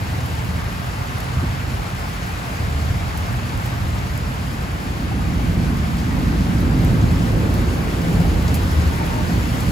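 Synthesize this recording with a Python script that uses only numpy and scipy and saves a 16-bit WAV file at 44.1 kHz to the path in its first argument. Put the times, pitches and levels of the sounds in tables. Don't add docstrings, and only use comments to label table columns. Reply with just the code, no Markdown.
import sys
import numpy as np
from scipy import signal
from scipy.fft import rfft, irfft, next_fast_len
from scipy.io import wavfile
from scipy.ndimage import uniform_filter1d

SR = 44100
rng = np.random.default_rng(int(sys.argv[2]) if len(sys.argv) > 2 else 0)


def unload_wav(signal):
    wavfile.write(
        sys.argv[1],
        SR,
        np.round(np.clip(np.atleast_2d(signal).T, -1, 1) * 32767).astype(np.int16),
    )


N = 428211
TIME = np.arange(N) / SR


def amp(db):
    return 10 ** (np.asarray(db) / 20)


def unit_rms(x):
    return x / np.sqrt(np.mean(x ** 2) + 1e-20)


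def decay(t, t60):
    return np.exp(-np.log(1000) * t / t60)


def at_frequency(rows, hz, column=1):
    columns = np.transpose(rows)
    return np.interp(np.log(hz + 1), np.log(columns[0] + 1), columns[column])


def curves(rows):
    seconds, *columns = np.transpose(rows)
    return [np.interp(TIME, seconds, column) for column in columns]


def coloured(x, spectrum):
    length = next_fast_len(x.shape[-1])
    hz = np.fft.rfftfreq(length, 1 / SR)
    skirts = np.minimum(hz / spectrum[0][0], 1) ** 2 / np.maximum(hz / spectrum[-1][0], 1) ** 2
    shaped = rfft(x, length) * amp(at_frequency(spectrum, hz)) * skirts
    return unit_rms(irfft(shaped, length)[..., :x.shape[-1]])


def impacts(per_s, spread_db, channels=2):
    size = amp(spread_db * np.minimum(rng.exponential(1, (channels, N)), 5))
    return size * rng.choice([-1, 1], (channels, N)) * (rng.random((channels, N)) < per_s / SR)


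def rumble(spectrum, gain, width, lean_db, per_s=1400, spread_db=1.5):
    middle, side = coloured(impacts(per_s, spread_db), spectrum)
    power = uniform_filter1d(uniform_filter1d(middle ** 2, size=7000), size=4000)
    middle = middle / np.sqrt(power + 1e-6)
    lean = amp(lean_db / 2)
    return gain * np.array([(middle + width * side) * lean, (middle - width * side) / lean])


# frequency in Hz, relative density in dB.
DRONE_SPECTRUM = [(88, -18), (100, 3.5), (110, -0.5), (118, 1.5), (131, 2), (142, -12.5), (156, -32)]
# time in seconds, level in dB.
DRONE_ENVELOPE = [(0, -30.5), (1.7, -29), (2.0, -35), (2.4, -42), (2.8, -31.5), (3.3, -26), (4.2, -28.5),
                  (5.0, -37), (5.6, -30), (6.4, -33.5), (6.9, -22), (7.5, -32), (8.2, -32), (8.9, -31.5),
                  (9.71, -26.5)]


def drone():
    return rumble(DRONE_SPECTRUM, amp(curves(DRONE_ENVELOPE)[0]), width=0.27, lean_db=-2.0)


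# start and end in seconds, pitch in Hz, level in dB,
# flutter depth in dB.
BRIEF_TONES = [(0.303, .95, 177.2, -34, 5.5), (2.7, 3.4, 75.7, -29, 1), (3.75, 4.17, 76, -26.5, 0),
               (8.013, 8.293, 169.6, -19, 6.5), (8.68, 8.934, 77, -20.5, 9), (8.85, 9.3, 920, -38, 11),
               (8.95, 9.4, 614, -36, 4)]


def tones(waver=0.0085):
    out = np.zeros(N)
    slow_spectrum = [(2, 0), (14, 0), (30, -20)]
    for start, end, hz, db, flutter_db in BRIEF_TONES:
        drift, flutter = (coloured(row, slow_spectrum) for row in rng.standard_normal((2, N)))
        swell = np.sin(np.pi * np.clip((TIME - start) / (end - start), 0, 1))
        cycles = np.cumsum(hz * (1 + waver * drift)) / SR
        out += amp(db + flutter_db * np.tanh(flutter)) * swell * np.sqrt(2) * np.sin(2 * np.pi * cycles)
    return out


# start and hold in seconds, body, boom and growl in dB.
THUNDER_PEALS = [(-0.05, 0.6, -27, -49, -36), (1.387, 0.045, -23.5, -35, -34), (1.65, 0.068, -31, -29, -34),
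                 (2.582, 0.4, -21, -41, -38), (3.792, 0.39, -29, -38, -47), (5.132, 0.28, -39, -28, -40),
                 (5.507, 0.12, -32, -28, -27), (6.13, 0.19, -37, -24, -25.5), (6.61, 0.5, -20, -40, -33),
                 (7.08, 0.12, -34, -36, -29), (7.307, 0.34, -22.5, -27, -34), (8.09, 0.4, -21, -22.5, -29),
                 (8.56, 0.065, -19.5, -38, -44), (9.25, 0.087, -22.5, -26, -25.5),
                 (9.66, 0.089, -19, -39, -23)]


def peal_gains(attack_s=0.032, t60=0.71):
    power = np.zeros((3, N))
    for start, hold, *levels_db in THUNDER_PEALS:
        age = TIME - start
        envelope = np.clip(age / attack_s, 0, 1) * decay(np.maximum(age - attack_s - hold, 0), t60)
        power += (amp(levels_db)[:, None] * envelope) ** 2
    return np.sqrt(power)


# frequency in Hz, relative density in dB.
BOOM_SPECTRUM = [(15, -46), (27, -32), (35, -19), (44, -4.5), (54, 2.5), (62, 0.5), (80, -20.5)]
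BODY_SPECTRUM = [(52, -6), (66, -12.5), (76, 6), (100, -3), (128, -2.5), (150, -14), (200, -33)]
GROWL_SPECTRUM = [(115, -33), (148, -1), (172, 3), (205, -4.5), (245, -4), (300, -8.5), (380, -21),
                  (520, -43), (900, -60)]
RASP_SPECTRUM = [(220, -7), (320, 1), (400, -2.5), (520, -5), (700, -11), (1100, -20.5), (2200, -33)]
# time in seconds, driving level in dB.
ROLL_ENVELOPE = [(0, -34), (2.3, -32.5), (3.6, -30.5), (4.8, -29.5), (5.5, -21.5), (6.0, -23.5),
                 (6.8, -18.5), (7.9, -24.5), (9.0, -24.5), (9.71, -25)]
# time in seconds, level in dB.
RASP_ENVELOPE = [(0, -64), (4.6, -43.5), (5.5, -38), (6.15, -46), (6.75, -31.3), (7.25, -32.5),
                 (7.42, -28.5), (7.7, -31), (8.25, -29.5), (8.72, -36), (9.1, -33), (9.35, -35.5),
                 (9.71, -35.5)]


def thunder(roll_reference_db=-30, rasp_per_growl_db=-11):
    swell_db = curves(ROLL_ENVELOPE)[0] - roll_reference_db
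    rolling = [amp(-28 + 0.53 * swell_db), amp(-31.5 + 0.69 * swell_db), amp(-31 + 0.99 * swell_db)]
    pealing = peal_gains()
    body, boom, growl = np.hypot(rolling, pealing)
    rasp = np.hypot(amp(curves(RASP_ENVELOPE)[0]), amp(rasp_per_growl_db) * pealing[2])
    return (rumble(BOOM_SPECTRUM, boom, width=0.13, lean_db=-2.0)
            + rumble(BODY_SPECTRUM, body, width=0.1, lean_db=-0.5)
            + rumble(GROWL_SPECTRUM, growl, width=0.28, lean_db=-2.0)
            + rumble(RASP_SPECTRUM, rasp, width=0.5, lean_db=-1.0))


# start in seconds, level in dB, pitch in Hz, t60 in seconds.
LONE_SHOCKS = [(1.369, -11, 82, 0.18), (1.43, -12.5, 147.5, 0.099), (2.86, -14, 84, 0.12),
               (7.61, -10, 79, 0.086)]
# ratio to its pitch, relative level in dB.
SHOCK_MODES = [(1, -0.5), (1.5, -4), (2.3, -10)]


def thumps(attack_s=0.0037):
    out = np.zeros(N)
    for start, db, hz, t60 in LONE_SHOCKS:
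        age = np.maximum(TIME - start, 0)
        ring = sum(amp(mode_db) * np.sin(2 * np.pi * hz * ratio * age) for ratio, mode_db in SHOCK_MODES)
        out += amp(db - 60 * np.minimum(age / t60, 2)) * np.minimum(age / attack_s, 1) * ring
    return out


# frequency in Hz, relative density in dB.
WASH_SPECTRUM = [(100, -14), (400, -1.5), (600, -2.5), (800, -1.5), (1400, -3), (2000, -5.5), (2700, -9),
                 (3500, -13), (4700, -14.5), (6000, -18.5), (8000, -20.5), (12500, -22), (14200, -23),
                 (15700, -28.5)]


def wash(level_db=-31.5, patchy_db=0.69, flicker_db=0.6):
    hz, frames, bins = signal.stft(rng.standard_normal((2, N)), SR, nperseg=512)
    patches = uniform_filter1d(rng.standard_normal(bins.shape[1:]), size=8, axis=0)
    patches = unit_rms(uniform_filter1d(patches, size=14, axis=1))
    flicker = unit_rms(uniform_filter1d(rng.standard_normal(len(frames)), size=9))
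    treble_flicker = flicker * np.minimum(hz / 7000, 1)[:, None]
    gain = amp(patchy_db * patches + flicker_db * treble_flicker)
    hiss = signal.istft(bins * gain, SR, nperseg=512)[1][:, :N]
    return amp(level_db) * coloured(hiss, WASH_SPECTRUM)


# time in seconds, level in dB.
PING_ENVELOPE = [(0, -40.5), (2.0, -39.5), (4.6, -42), (9.71, -41.5)]


def pings(per_pitch_per_s=4, spread_db=2.0, t60=0.11, low_hz=680, high_hz=2500, pitches=48, detune=.02):
    t, out = np.arange(SR // 8) / SR, np.zeros((2, N))
    for hz in np.geomspace(low_hz, high_hz, pitches):
        for when, size, tuning, bearing in rng.random((round(per_pitch_per_s * N / SR), 4)):
            note_hz = hz * (1 + detune * (2 * tuning - 1))
            ring = np.sin(2 * np.pi * note_hz * t) * decay(t, t60)
            gain = amp(spread_db * min(-np.log1p(-size), 4)) * (low_hz / hz) ** .7
            split = np.array([[np.cos(2 * np.pi * bearing)], [np.sin(2 * np.pi * bearing)]])
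            part = out[:, int(when * N):][:, :len(t)]
            part += (gain * split * ring)[:, :part.shape[1]]
    return amp(curves(PING_ENVELOPE)[0]) * unit_rms(out)


# frequency in Hz, relative level in dB, t60 in seconds.
SHEET_MODES = [(600, 1, 0.27), (730, 6.5, 0.039), (799, 4, 0.11), (903, 5, 0.16), (1079, 2, 0.086),
               (1276, -4, 0.038), (1548, 3.5, 0.061), (2057, -7, 0.044), (2520, -9, 0.036)]


def roofs(level_db=-41, drops_per_s=18, spread_db=2.5, sheets=3):
    t, out = np.arange(SR // 6) / SR, np.zeros((2, N))
    for hz, db, t60 in SHEET_MODES * sheets:
        detuned_hz = hz * rng.uniform(.965, 1.035, (2, 1))
        ring = np.sin(2 * np.pi * detuned_hz * t) * decay(t, t60)
        struck = signal.oaconvolve(impacts(drops_per_s, spread_db), ring, axes=1)[:, :N]
        out += amp(db) * unit_rms(struck)
    return amp(level_db) * unit_rms(out)


# frequency in Hz, relative density in dB.
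SPRAY_SPECTRUM = [(2000, -28), (6000, -10), (9000, -2), (11000, 0), (13000, -1), (14500, -2), (15700, -6)]
SLAP_SPECTRUM = [(1000, -27), (3000, -1), (4800, -2), (7000, -2), (10000, -17)]


def patter(spray_db=-64.0, slap_db=-52, drops_per_s=150, spread_db=2.5, t60=0.05, tick=1.2):
    t = np.arange(SR // 12) / SR
    fade = decay(t, t60) + tick * np.exp(-t / .0007)
    hits = impacts(drops_per_s, spread_db, channels=4)
    power = signal.oaconvolve(hits ** 2, fade[None] ** 2, axes=1)[:, :N]
    scatter = np.sqrt(abs(power)) * rng.standard_normal((4, N))
    spray = amp(spray_db) * coloured(scatter[:2], SPRAY_SPECTRUM)
    return spray + amp(slap_db) * coloured(scatter[2:], SLAP_SPECTRUM)


# start in seconds, tick level over one millisecond in dB,
# spray level in dB, slap relative to the spray in dB, t60 of the spray in seconds.
LEDGE_DROPS = [(.2035, -46, -45, 8, .09), (.2615, -35, -41, -12, .09), (.3525, -38, -42, -10, .035),
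               (.4465, -38, -43, -14, .07), (1.1825, -35, -42, -14, .03), (1.2033, -29.5, -38, 4, .04),
               (1.9485, -39, -43, -10, .05), (3.1752, -31, -36.5, -14, .08), (3.5755, -31, -41, -14, .04),
               (3.6594, -34, -37.5, -8, .07), (3.98, -50, -49, 9, .12), (4.1762, -31, -38, -12, .04),
               (5.968, -40, -44, -6, .08), (5.982, -48, -50, 13, .16), (6.6062, -34, -42, -6, .02),
               (6.8487, -29, -41, -12, .025), (7.012, -50, -51, 13, 0.11), (7.5405, -32, -39, -8, .08),
               (8.2, -42, -39, -9, .11), (8.4275, -35, -43, -12, .02), (8.479, -42, -40.5, 9, .1),
               (8.5427, -30, -27, -7, .12), (8.6343, -36, -42, -12, .04), (8.7128, -35, -38, -8, .075),
               (9.0553, -38, -41, -8, .05), (9.064, -38, -41, -10, .07), (9.6062, -29, -37, -9, .03)]


def splashes(drips_per_s=2.2, tick_s=0.0002, rise_s=0.00076, echo=0.024, echo_t60=.25, spatter_db=1.0):
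    t, out = np.arange(SR // 4) / SR, np.zeros(N)
    chances = rng.random((40, 3))
    drips = [(when * N / SR, -38.5 - 2 * softness, -46, -14, .05)
             for falls, when, softness in chances if falls < drips_per_s * N / SR / len(chances)]
    for start, tick_db, spray_db, slap_db, t60 in LEDGE_DROPS + drips:
        fizz, slap, spatter = rng.standard_normal((3, len(t)))
        fizz = coloured(fizz, SPRAY_SPECTRUM)
        slap = amp(slap_db) * coloured(slap, SLAP_SPECTRUM)
        tick = unit_rms(fizz * t * np.exp(-t / tick_s)) * np.sqrt(.001 / t[-1])
        fade = decay(t, t60) + echo * decay(t, echo_t60)
        droplets = amp(spatter_db * unit_rms(uniform_filter1d(spatter, size=70)))
        spray = (fizz + slap) * np.minimum(t / rise_s, 1) * fade * droplets
        part = out[round(start * SR):][:len(t)]
        part += (amp(tick_db) * tick + amp(spray_db) * spray)[:len(part)]
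    return out


# time in seconds, overall gain in dB, extra treble in dB.
RAIN_INTENSITY = [(0, 0, 0), (3.5, 0.87, -1), (4.6, -0.5, -0.5), (6.5, 0.55, 0), (8.3, 0.8, 2),
                  (9.05, 2, 0.6), (9.71, 0.7, 4.5)]


def rain(treble_hz=5000):
    gain_db, treble_db = curves(RAIN_INTENSITY)
    layers = wash() + roofs() + pings() + patter()
    treble = signal.sosfiltfilt(signal.butter(1, treble_hz, "high", fs=SR, output="sos"), layers)
    return amp(gain_db) * (layers + (amp(treble_db) - 1) * treble)


# frequency in Hz, coherence from 0 to 1,
# phase lead of the left port over the right in radians, left minus right level in dB.
PORT_FIELD = [(100, .96, 0, 2.5), (296, 0.43, 1, -2), (543, 0.3, 1.5, 1.5), (865, 0.9, 2, 2.5),
              (1150, 0.09, 2.5, 1), (1345, 0.39, 3, -1), (1830, 0.15, 3.5, 2), (2220, 0.28, 6.5, 1),
              (3020, 0.5, 7.5, 3), (3650, 0.1, 7, 1.5), (4700, 0.67, 7, 3.5), (5750, 0.06, 7, 2.5),
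              (6200, 0.5, 5.5, 1), (7750, 1, 2 * np.pi, -0.5)]


def at_ports(pair, lag_from_hz=6950, hz_per_turn=4200):
    hz = np.fft.rfftfreq(N, 1 / SR)
    coherence = np.clip(at_frequency(PORT_FIELD, hz, column=1), 0, 1)
    treble_lag = 2 * np.pi * np.maximum(hz - lag_from_hz, 0) / hz_per_turn
    left_lead = at_frequency(PORT_FIELD, hz, column=2) - treble_lag
    lean = amp(at_frequency(PORT_FIELD, hz, column=3) / 2)
    shared, apart = rfft(pair) * np.sqrt([(1 + coherence) / 2, (1 - coherence) / 2])
    return irfft([(shared + apart) * lean * np.exp(1j * left_lead), (shared - apart) / lean], N)


def scene():
    shared, apart = rain()
    distant = thunder() + thumps() + drone()
    return distant + at_ports(np.array([shared + tones() + splashes(), apart]))


def record(dry, low_cut_hz=25, band_edge_hz=15720):
    cut = signal.sosfiltfilt(signal.butter(4, low_cut_hz, "high", fs=SR, output="sos"), dry)
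    low_pass = signal.firwin(511, band_edge_hz, window=("kaiser", 9), fs=SR)
    return signal.oaconvolve(cut, low_pass[None], "same")


dry = scene()
out = record(dry)
unload_wav(out)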